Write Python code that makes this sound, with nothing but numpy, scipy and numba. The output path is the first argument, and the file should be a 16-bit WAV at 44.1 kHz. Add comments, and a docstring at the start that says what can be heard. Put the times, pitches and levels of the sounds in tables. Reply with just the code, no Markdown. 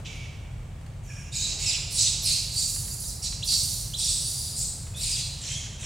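"""Young monkeys screeching among stone walls

Bouts of screeches come from a few metres away, outdoors. Each is chaotic vocal-fold noise in two
gliding mouth resonances, with rasp and breath hiss; now and then the folds lock into a thin squeal.
Walls and trees echo, twigs tick, and a low rumble with a faint drone lies underneath."""
import sys
import numpy as np
from scipy import signal
from scipy.fft import rfft, irfft
from scipy.io import wavfile
from numba import njit

SR = 44100
rng = np.random.default_rng(int(sys.argv[2]) if len(sys.argv) > 2 else 0)


def wrap_up_sound(samples):
    """Save the sound to the file named by the first command line argument, as 16-bit audio."""
    columns = np.atleast_2d(samples).T
    # keep every value between -1 and 1, then stretch to whole-number steps
    tamed = np.clip(columns, -1, 1)
    steps = np.round(tamed * 32767).astype(np.int16)
    wavfile.write(sys.argv[1], SR, steps)


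N = 257984
TIME, FREQS = np.arange(N) / SR, np.fft.rfftfreq(N, 1 / SR)
CUTOFF_HZ = 15850

# How the throat colours a locked pitch and its harmonics: f/Hz, gain/dB
THROAT_COLOUR = [(1500, -23), (2500, -13), (3800, -1.5), (5300, -1), (7500, -1), (10500, -23), (15000, -41)]


def from_db(db):
    return 10 ** (np.asarray(db) / 20)


def unit_rms(x):
    return x / np.sqrt(np.mean(x ** 2) + 1e-20)


def at_hz(curve, hz):
    """Read a curve along a logarithmic frequency axis."""
    freqs, values = np.transpose(curve)
    return np.interp(np.log(np.maximum(hz, 1)), np.log(freqs), values)


def noise(colour):
    """Coloured noise; rms 1."""
    return unit_rms(irfft(rfft(rng.standard_normal(N)) * from_db(at_hz(colour, FREQS)), N))


def drift(rate_hz):
    """Smooth random motion; rms 1."""
    return unit_rms(irfft(rfft(rng.standard_normal(N)) / (1 + (FREQS / rate_hz) ** 2), N))


def stereo(mid, side, likeness):
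    """Two unrelated signals become a partly alike pair."""
    return np.sqrt((1 + likeness) / 2) * mid + np.sqrt((1 - likeness) / 2) * np.array([side, -side])


def wide_noise(colour):
    """Coloured noise, centred in the bass and wide above it."""
    # Stereo image: f/Hz, left-right likeness
    likeness = [(40, .999), (100, .99), (200, 0.96), (380, 0.48), (1000, 0.55)]
    return irfft(stereo(rfft(noise(colour)), rfft(noise(colour)), at_hz(likeness, FREQS)), N)


def drone(trim_db, waver):
    """Two faint low tones, each wavering in pitch."""
    # Drone tones: f/Hz, level/dB
    tones = [(48.4, -48.5), (75.4, -48)]
    out = np.zeros(N)
    for hz, db in tones:
        phase = 2 * np.pi * np.cumsum(hz * (1 + waver * drift(4.6))) / SR
        out += from_db(db + trim_db) * np.sqrt(2) * np.sin(phase)
    return out


def rumble(level_db):
    """A steady bed of deep noise."""
    # Rumble spectrum: f/Hz, density/dB
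    colour = [(12, -33), (24, -24), (36, 2.5), (50, -1.5), (61, -10.5), (82, -3.5), (95, 1.5), (135, -1),
              (170, -9), (220, -17.5), (300, -27), (600, -52), (2500, -89)]
    return from_db(level_db) * wide_noise(colour)


def open_air(level_db, swell_depth):
    """The hush of open air, gently rising and falling."""
    # Hush spectrum: f/Hz, density/dB
    colour = [(150, -4), (300, 0.5), (600, 1), (1000, -4), (1600, -8.5), (3000, -11), (5000, -17.5),
              (8000, -14), (11000, -25.5), (15500, -29.5)]
    # Swell shape, scaled about its mean by swell_depth: t/s, level/dB
    swell = [(0.0, -42), (0.01, -52), (0.18, -54.5), (1.34, -59), (1.53, -49.5), (2.61, -57), (5.82, -55),
             (5.85, -46)]
    swell_db = np.interp(TIME, *np.transpose(swell))
    return from_db(level_db + swell_depth * (swell_db - swell_db.mean())) * wide_noise(colour)


def call_window(start, length, attack_s, release_s):
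    """The samples that one call covers, its on-off gate and the time since it began."""
    span = np.flatnonzero((TIME > start - attack_s / 2) & (TIME < start + length + release_s))
    t = TIME[span] - start
    gate = np.clip(t / attack_s + .5, 0, 1) * np.clip(1 - (t - length) / release_s, 0, 1)
    return span, gate, np.clip(t, 0, length)


def effort(t, swell_s, hold_s, swell_db, fade_db, fade_s=.053):
    """Vocal effort in dB relative to its peak: a steady swell, a hold, then a fall to a weaker level."""
    swell_left = np.clip(1 - t / swell_s, 0, 1)
    faded = 1 - np.exp(-np.maximum(t - swell_s - hold_s, 0) / fade_s)
    return -swell_db * swell_left - fade_db * faded


@njit
def gliding_bandpass(x, tuning, damping):
    """A two-pole band-pass whose centre and damping move."""
    out, band_state, low_state = np.zeros(len(x)), 0., 0.
    for i in range(len(x)):
        g = tuning[i]
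        band = (band_state + g * (x[i] - low_state)) / (1 + g * (g + damping[i]))
        band_state = 2 * band - band_state
        low_state += 2 * g * band
        out[i] = band * damping[i]
    return out


def resonance(source, hz, width_hz):
    """A steep moving resonance that keeps the rms of white noise."""
    angle = 2 * np.pi * np.clip(hz, 100, .45 * SR) / SR * np.ones(len(source))
    damping = 2 * np.pi * width_hz / SR / np.sin(angle)
    for _ in range(3):
        source = gliding_bandpass(source, np.tan(angle / 2), damping)
    return source * np.sqrt(SR / (3 * np.pi / 4 * width_hz))


def half_locked(folds, hz, width_hz, stray, grip, octave_db=-7.5):
    """As the folds grip, noise in a resonance gives way to a tone that strays inside it, plus an octave."""
    pitch = hz + stray * width_hz
    phase = 2 * np.pi * np.cumsum(pitch) / SR
    throat_db = np.minimum(at_hz(THROAT_COLOUR, 2 * pitch) - at_hz(THROAT_COLOUR, pitch), 0)
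    octave = from_db(octave_db + throat_db) * (2 * pitch < CUTOFF_HZ)
    tone = np.sqrt(2) * (np.sin(phase) + octave * np.sin(2 * phase))
    return np.sqrt(1 - grip) * resonance(folds, hz, width_hz) + np.sqrt(grip) * tone


def breath_hiss(bands, flicker_db, flicker_hz):
    """Air past the teeth, each band flickering on its own; rms 1."""
    # Hiss spectrum: f/Hz, density/dB
    colour = [(1500, -40), (2500, -42), (4500, -6), (7000, 2.5), (10000, 1.5), (12000, -6), (15500, -11.5)]
    out, air = np.zeros(N), rfft(noise(colour))
    centres = np.linspace(3000, CUTOFF_HZ, bands)
    for share in np.eye(bands):
        band = irfft(air * np.interp(FREQS, centres, share), N)
        out += band * from_db(flicker_db * drift(flicker_hz))
    return unit_rms(out)


def screeches(flutter_db, flutter_hz, surge_db, wander, wander_hz, trim_db):
    """Chaotic folds drive the mouth in uneven bursts, catching on a pitch for milliseconds at a time."""
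    # Screeches that swell, hold and trail off: t/s, length/s, swell/s, hold/s, level/dB, swell/dB,
    # fade/dB, lower resonance/Hz, upper resonance/Hz, width/Hz, upper/dB re level, rasp/dB re level,
    # hiss/dB, swoop/share, sag/share
    calls = [ (0.053, 0.23, .004, .01, -44.5, 0, 12, 2905, 5850, 2400, -2.5, 0, -66, 0.015, .17),
             (1.029, 0.26, 0.091, 0.087, -59, 9, 2, 1760, 6380, 2800, 6, 1, -62.5, 0.18, 0.0062),
             (1.321, 0.21, 0.064, 0.047, -35, 5.5, 5.5, 4510, 7070, 2282, 1, -11.5, -50, .04, 0),
             (1.587, .17, 0.037, 0.054, -33.5, 4.5, 3.5, 4716, 6835, 2398, -2, -8, -45.5, .08, .3),
             (1.9, 0.18, 0.089, 0.044, -26.5, 22.5, 3.5, 4663, 7030, 2578, 0, -19, -40.5, 0.41, 0.16),
             (2.218, 0.15, 0.041, .055, -27, 19.5, 10.5, 4640, 7170, 2487, -4, -16, -36, 0.63, 0.046),
             (2.518, 0.5, 0.074, .05, -32.5, 10.5, 28, 4770, 7490, 2595, .5, -22.5, -39, 0, 0.026),
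             (2.996, .13, 0.023, .06, -44.5, 6, 0, 4770, 8100, 2114, -1, -34, -37.5, 0.34, 0.019),
             (3.221, 0.054, 0.023, .022, -31, 6.5, 6, 4990, 6070, 2860, -2, -22, -34, .32, 0.1),
             (3.435, 0.43, .066, 0.054, -27.5, 23.5, 19, 4820, 7520, 3200, -3, -23, -37, 0.15, 0),
             (3.963, 0.57, 0.0419, 0.11, -28.5, 14, 15.5, 4647, 7680, 2946, -3.5, -22.5, -40, .07, 0.011),
             (4.556, 0.11, 0.052, 0.025, -39, 5, 13, 4740, 7250, 2204, 7.5, -22, -39, 0.097, 0.056),
             (4.959, .25, .085, 0.045, -33.5, 16, 3, 4660, 7520, 2910, 0.5, -11, -43, .18, .17),
             (5.409, .27, .07, .055, -38, 7, 16.5, 3146, 6280, 3300, 2.5, -29, -59, .03, .24),
             (5.788, 0.064, 0.053, .01, -43, 10, 0, 2830, 6940, 2800, 4.5, -12, -56, 0.059, 0.061)]
    swoop_s, sag_s, hiss_rise_s = .051, .043, .011
    press_per_db = .002   # the lower resonance rises as the voice thins
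    out, hiss = np.zeros(N), breath_hiss(bands=10, flicker_db=4, flicker_hz=35)
    bursts = unit_rms(from_db(flutter_db * np.tanh(drift(flutter_hz)) + surge_db * drift(17)))
    # Row 0 moves the lower resonance, row 1 the upper.
    tremble = 1 + wander * np.array([drift(wander_hz), drift(wander_hz)])
    stray = np.array([.36 * np.tanh(drift(55.05)) + .0407 * drift(603) for _ in range(2)])
    grip = np.array([np.clip(.23 + .36 * drift(44), 0, .9) for _ in range(2)])   # pitched share of power
    folds = rng.standard_normal((3, N))
    for (start, length, swell_s, hold_s, db, swell_db, fade_db, lower_hz, upper_hz, width_hz,
         upper_db, rasp_db, hiss_db, swoop, sag) in calls:
        span, gate, t = call_window(start, length, attack_s=.016, release_s=.021)
        effort_db = effort(t, swell_s, hold_s, swell_db, fade_db)
        opening = np.exp(-(t / swoop_s) ** 2)   # the upper resonance swoops down as the mouth opens
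        closing = np.exp((t - length) / sag_s)   # at the end the voice sags into a rasp
        lower_glide = lower_hz * (1 - sag * closing - press_per_db * effort_db) * tremble[0, span]
        upper_glide = upper_hz * (1 + swoop * opening - .4 * sag * closing) * tremble[1, span]
        lower = half_locked(folds[0, span], lower_glide, width_hz, stray[0, span], grip[0, span])
        upper = half_locked(folds[1, span], upper_glide, 1.25 * width_hz, stray[1, span], grip[1, span])
        upper *= from_db(upper_db - 1.5 * closing)
        rasp = from_db(rasp_db + 5.5 * closing) * resonance(folds[2, span], hz=2690, width_hz=1450)
        voice = from_db(db + effort_db) * (lower + upper + rasp)
        airflow = 1 - np.exp(-t / hiss_rise_s)   # the hiss builds after the voice starts
        breath = from_db(hiss_db + .046 * effort_db - 16 * closing) * airflow * hiss[span]
        out[span] += gate * bursts[span] * (voice + breath)
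    return from_db(trim_db) * out


def squeals(shimmer_db, trim_db, harmonics):
    """The folds lock on one shaky pitch that glides and settles; the throat colours its harmonics."""
    # Squeals: t/s, length/s, first pitch/Hz, last pitch/Hz, level/dB, fade/dB, overtones/dB, jitter/share
    calls = [ (0.056, 0.032, 3940, 3760, -47, 7, -7, .02), (0.081, 0.18, 2318, 2260, -37, 0, -33, 0.016),
             (1.091, .12, 1680, 1635, -34, 5, -36, 0.025), (1.078, .155, 5490, 5620, -55.5, 2, -20, .013),
             (1.101, .12, 2420, 2390, -34.5, 17, -36, 0.031), (1.322, 0.031, 3750, 3850, -42, 2, -12, .02),
             (1.336, 0.071, 2477, 2424, -36, 2, -15, 0.0206), (1.355, .03, 6850, 6950, -33.5, 3, -20, .011),
             (1.409, 0.052, 3866, 3876, -34.5, -5, -10, 0.027),
             (1.62, .02, 6910, 6810, -30, 9, -18, 0.0055), (1.661, .045, 2720, 2378, -26, 5, -1.5, 0.0072),
             (1.707, .035, 4500, 2755, -30, -2, -10, 0.0176),
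             (1.954, .03, 10200, 8830, -17.5, 5, -13, .035), (1.99, 0.05, 7950, 7880, -20, 13, -19, .018),
             (2.072, 0.0094, 3920, 3750, -23.5, 2, -16, 0.013),
             (2.24, 0.015, 10320, 9000, -23, 14, -17, .02), (2.289, 0.055, 4460, 4550, -31, -1, -13, 0.049),
             (2.563, 0.0282, 4520, 4320, -28, 0, -16, 0.036),
             (2.748, 0.045, 9700, 10540, -20.5, -1, -15, 0.018),
             (2.912, 0.011, 4800, 4600, -31.5, 10, -15, 0.029),
             (2.99, .037, 10800, 10500, -23, 6, -15, .022), (3.272, 0.013, 4700, 3810, -33, 12, -8, 0.0064),
             (3.425, 0.0161, 2550, 4170, -24.5, 5.5, -15.5, 0.014),
             (3.476, 0.069, 4830, 4426, -27, 1, -19, 0.0496),
             (3.935, 0.018, 2890, 4000, -28, 0.5, -14, 0.014),
             (3.983, 0.016, 8270, 7950, -27.5, -2, -2, 0.011),
             (4.002, 0.038, 3405, 3590, -33, 4, -4, 0.058), (4.086, 0.12, 7820, 8040, -26.5, 9, -17, 0.022),
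             (4.237, 0.32, 4640, 4857, -39, 8, 12.5, .022), (4.939, 0.0787, 2470, 2570, -41.5, 5, -18, .02),
             (4.947, 0.0405, 3400, 3730, -39, 1, -14, 0.028),
             (5.107, .035, 4950, 4760, -36, -6, -15, 0.027),
             (5.221, .045, 4200, 4100, -37.5, -1, -19, 0.021),
             (5.501, 0.083, 3057, 3257, -36, -2, -6, 0.027)]
    out, shimmer = np.zeros(N), from_db(shimmer_db * drift(74))
    shake = drift(70) + .7 * drift(450)
    for start, length, first_hz, last_hz, db, fade_db, overtone_db, jitter in calls:
        span, gate, t = call_window(start, length, attack_s=.003, release_s=.003)
        pitch = last_hz + (first_hz - last_hz) * (1 - t / length) ** 1.3   # fastest at the start
        phase = 2 * np.pi * np.cumsum(pitch * (1 + jitter * shake[span])) / SR
        envelope = gate * shimmer[span] * from_db(db + trim_db - fade_db * t / length)
        for k in range(1, harmonics + 1):
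            colour = from_db(at_hz(THROAT_COLOUR, k * pitch) + overtone_db * (k > 1))
            out[span] += np.sqrt(2) * envelope * colour * (k * pitch < CUTOFF_HZ) * np.sin(k * phase)
    return out


def fine_colour(x):
    """Fixed narrow peaks and dips give the calls and snaps a slightly ringing colour."""
    # Peaks and dips: f/Hz, width/Hz, gain/dB
    bands = [(3600, 96, -2.5), (4950, 89, -2), (6370, 150, -12), (5980, 550, 2.5), (6900, 220, 0.5),
             (7130, 102, 3.5), (7840, 47, -0.5), (9000, 840, 3.5), (10320, 610, 3.5), (10600, 410, -0.5),
             (12400, 840, 2.5), (14300, 600, 2.5)]
    for hz, width_hz, db in bands:
        band = signal.lfilter(*signal.iirpeak(hz, hz / width_hz, fs=SR), x)
        x = x + (from_db(db) - 1) * band
    return x


def walls_and_trees(x, tail_db, build_s):
    """A few wall echoes and a diffuse tail from trees and stone, whose treble dies first."""
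    # Wall echoes: delay/s, level/dB, right-ear lag/s
    echoes = [(.011, -7, 0.0032), (.034, -21, -0.0066), (.071, -8, .00003)]
    # Time the tail takes to fall 60 dB: f/Hz, decay/s
    tail_t60 = [(1000, 2.1), (2500, 1.64), (4500, 1.04), (7500, 0.88), (13000, 1.27)]
    # Stereo image of the tail: f/Hz, left-right likeness
    tail_likeness = [(1000, 0.21), (2500, 0.88), (4000, 0.93), (8000, 1), (9700, 0.4), (12000, 0.42),
                     (15000, 1)]
    t = TIME[:SR * 3 // 2]
    hz, tail = np.fft.rfftfreq(len(t), 1 / SR), 0
    white = stereo(*rfft(rng.standard_normal((2, len(t)))), at_hz(tail_likeness, hz))
    centres = np.geomspace(1000, 16000, 9)
    for centre, share in zip(centres, np.eye(len(centres))):
        band = irfft(white * np.interp(hz, centres, share), len(t))
        envelope = from_db(-60 * t / at_hz(tail_t60, centre)) * np.minimum(t / build_s, 1)
        tail = tail + band * envelope / np.linalg.norm(envelope)
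    response = from_db(tail_db) * tail
    for delay, db, lag in echoes:
        response[0, round(delay * SR)] += from_db(db)
        response[1, round(delay * SR) + round(lag * SR)] += from_db(db)
    return signal.fftconvolve(x[None], response, axes=1)[:, :N]


def twigs(t60_s):
    """Small dry snaps: bursts of noise that die at once."""
    # Snaps: t/s, level/dB
    snaps = [(.812, -53), (.864, -47.5), (2.763, -40), (2.856, -43), (2.881, -43), (3.325, -39),
             (3.529, -40), (4.869, -41.5)]
    # Snap spectrum: f/Hz, density/dB
    colour = [(200, -11), (700, 1), (1500, 1.5), (2600, 4), (5000, -2), (9000, -5.5), (15000, -23)]
    envelope = np.zeros(N)
    for start, db in snaps:
        envelope += from_db(db - 60 * np.clip((TIME - start) / t60_s, 0, 2)) * (TIME >= start)
    return envelope * noise(colour)


def scene():
    """Monkeys and twigs echo a little right of centre, over the outdoor bed."""
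    # Where the callers are: t/s, left minus right/dB
    pan = [(0, -3), (3.8, -3), (4.7, -0.3), (5.8, -1.8)]
    voices = screeches(flutter_db=1.5, flutter_hz=224, surge_db=.97,
                       wander=.02007, wander_hz=71.4, trim_db=.61)
    voices += squeals(shimmer_db=1.5, trim_db=-.76, harmonics=4)
    near = fine_colour(voices + twigs(t60_s=.032))
    echoing = near + walls_and_trees(near, tail_db=-.33, build_s=.019)
    pan_db = np.interp(TIME, *np.transpose(pan))
    bed = drone(trim_db=.5, waver=.0088) + rumble(level_db=-38.5) + open_air(level_db=-52, swell_depth=.61)
    return echoing * from_db(np.array([pan_db, -pan_db]) / 2) + bed


def record(dry):
    """A steep low-pass cuts the very top."""
    return signal.sosfilt(signal.ellip(12, .2, 90, CUTOFF_HZ, fs=SR, output="sos"), dry)


dry = scene()
out = record(dry)
wrap_up_sound(out)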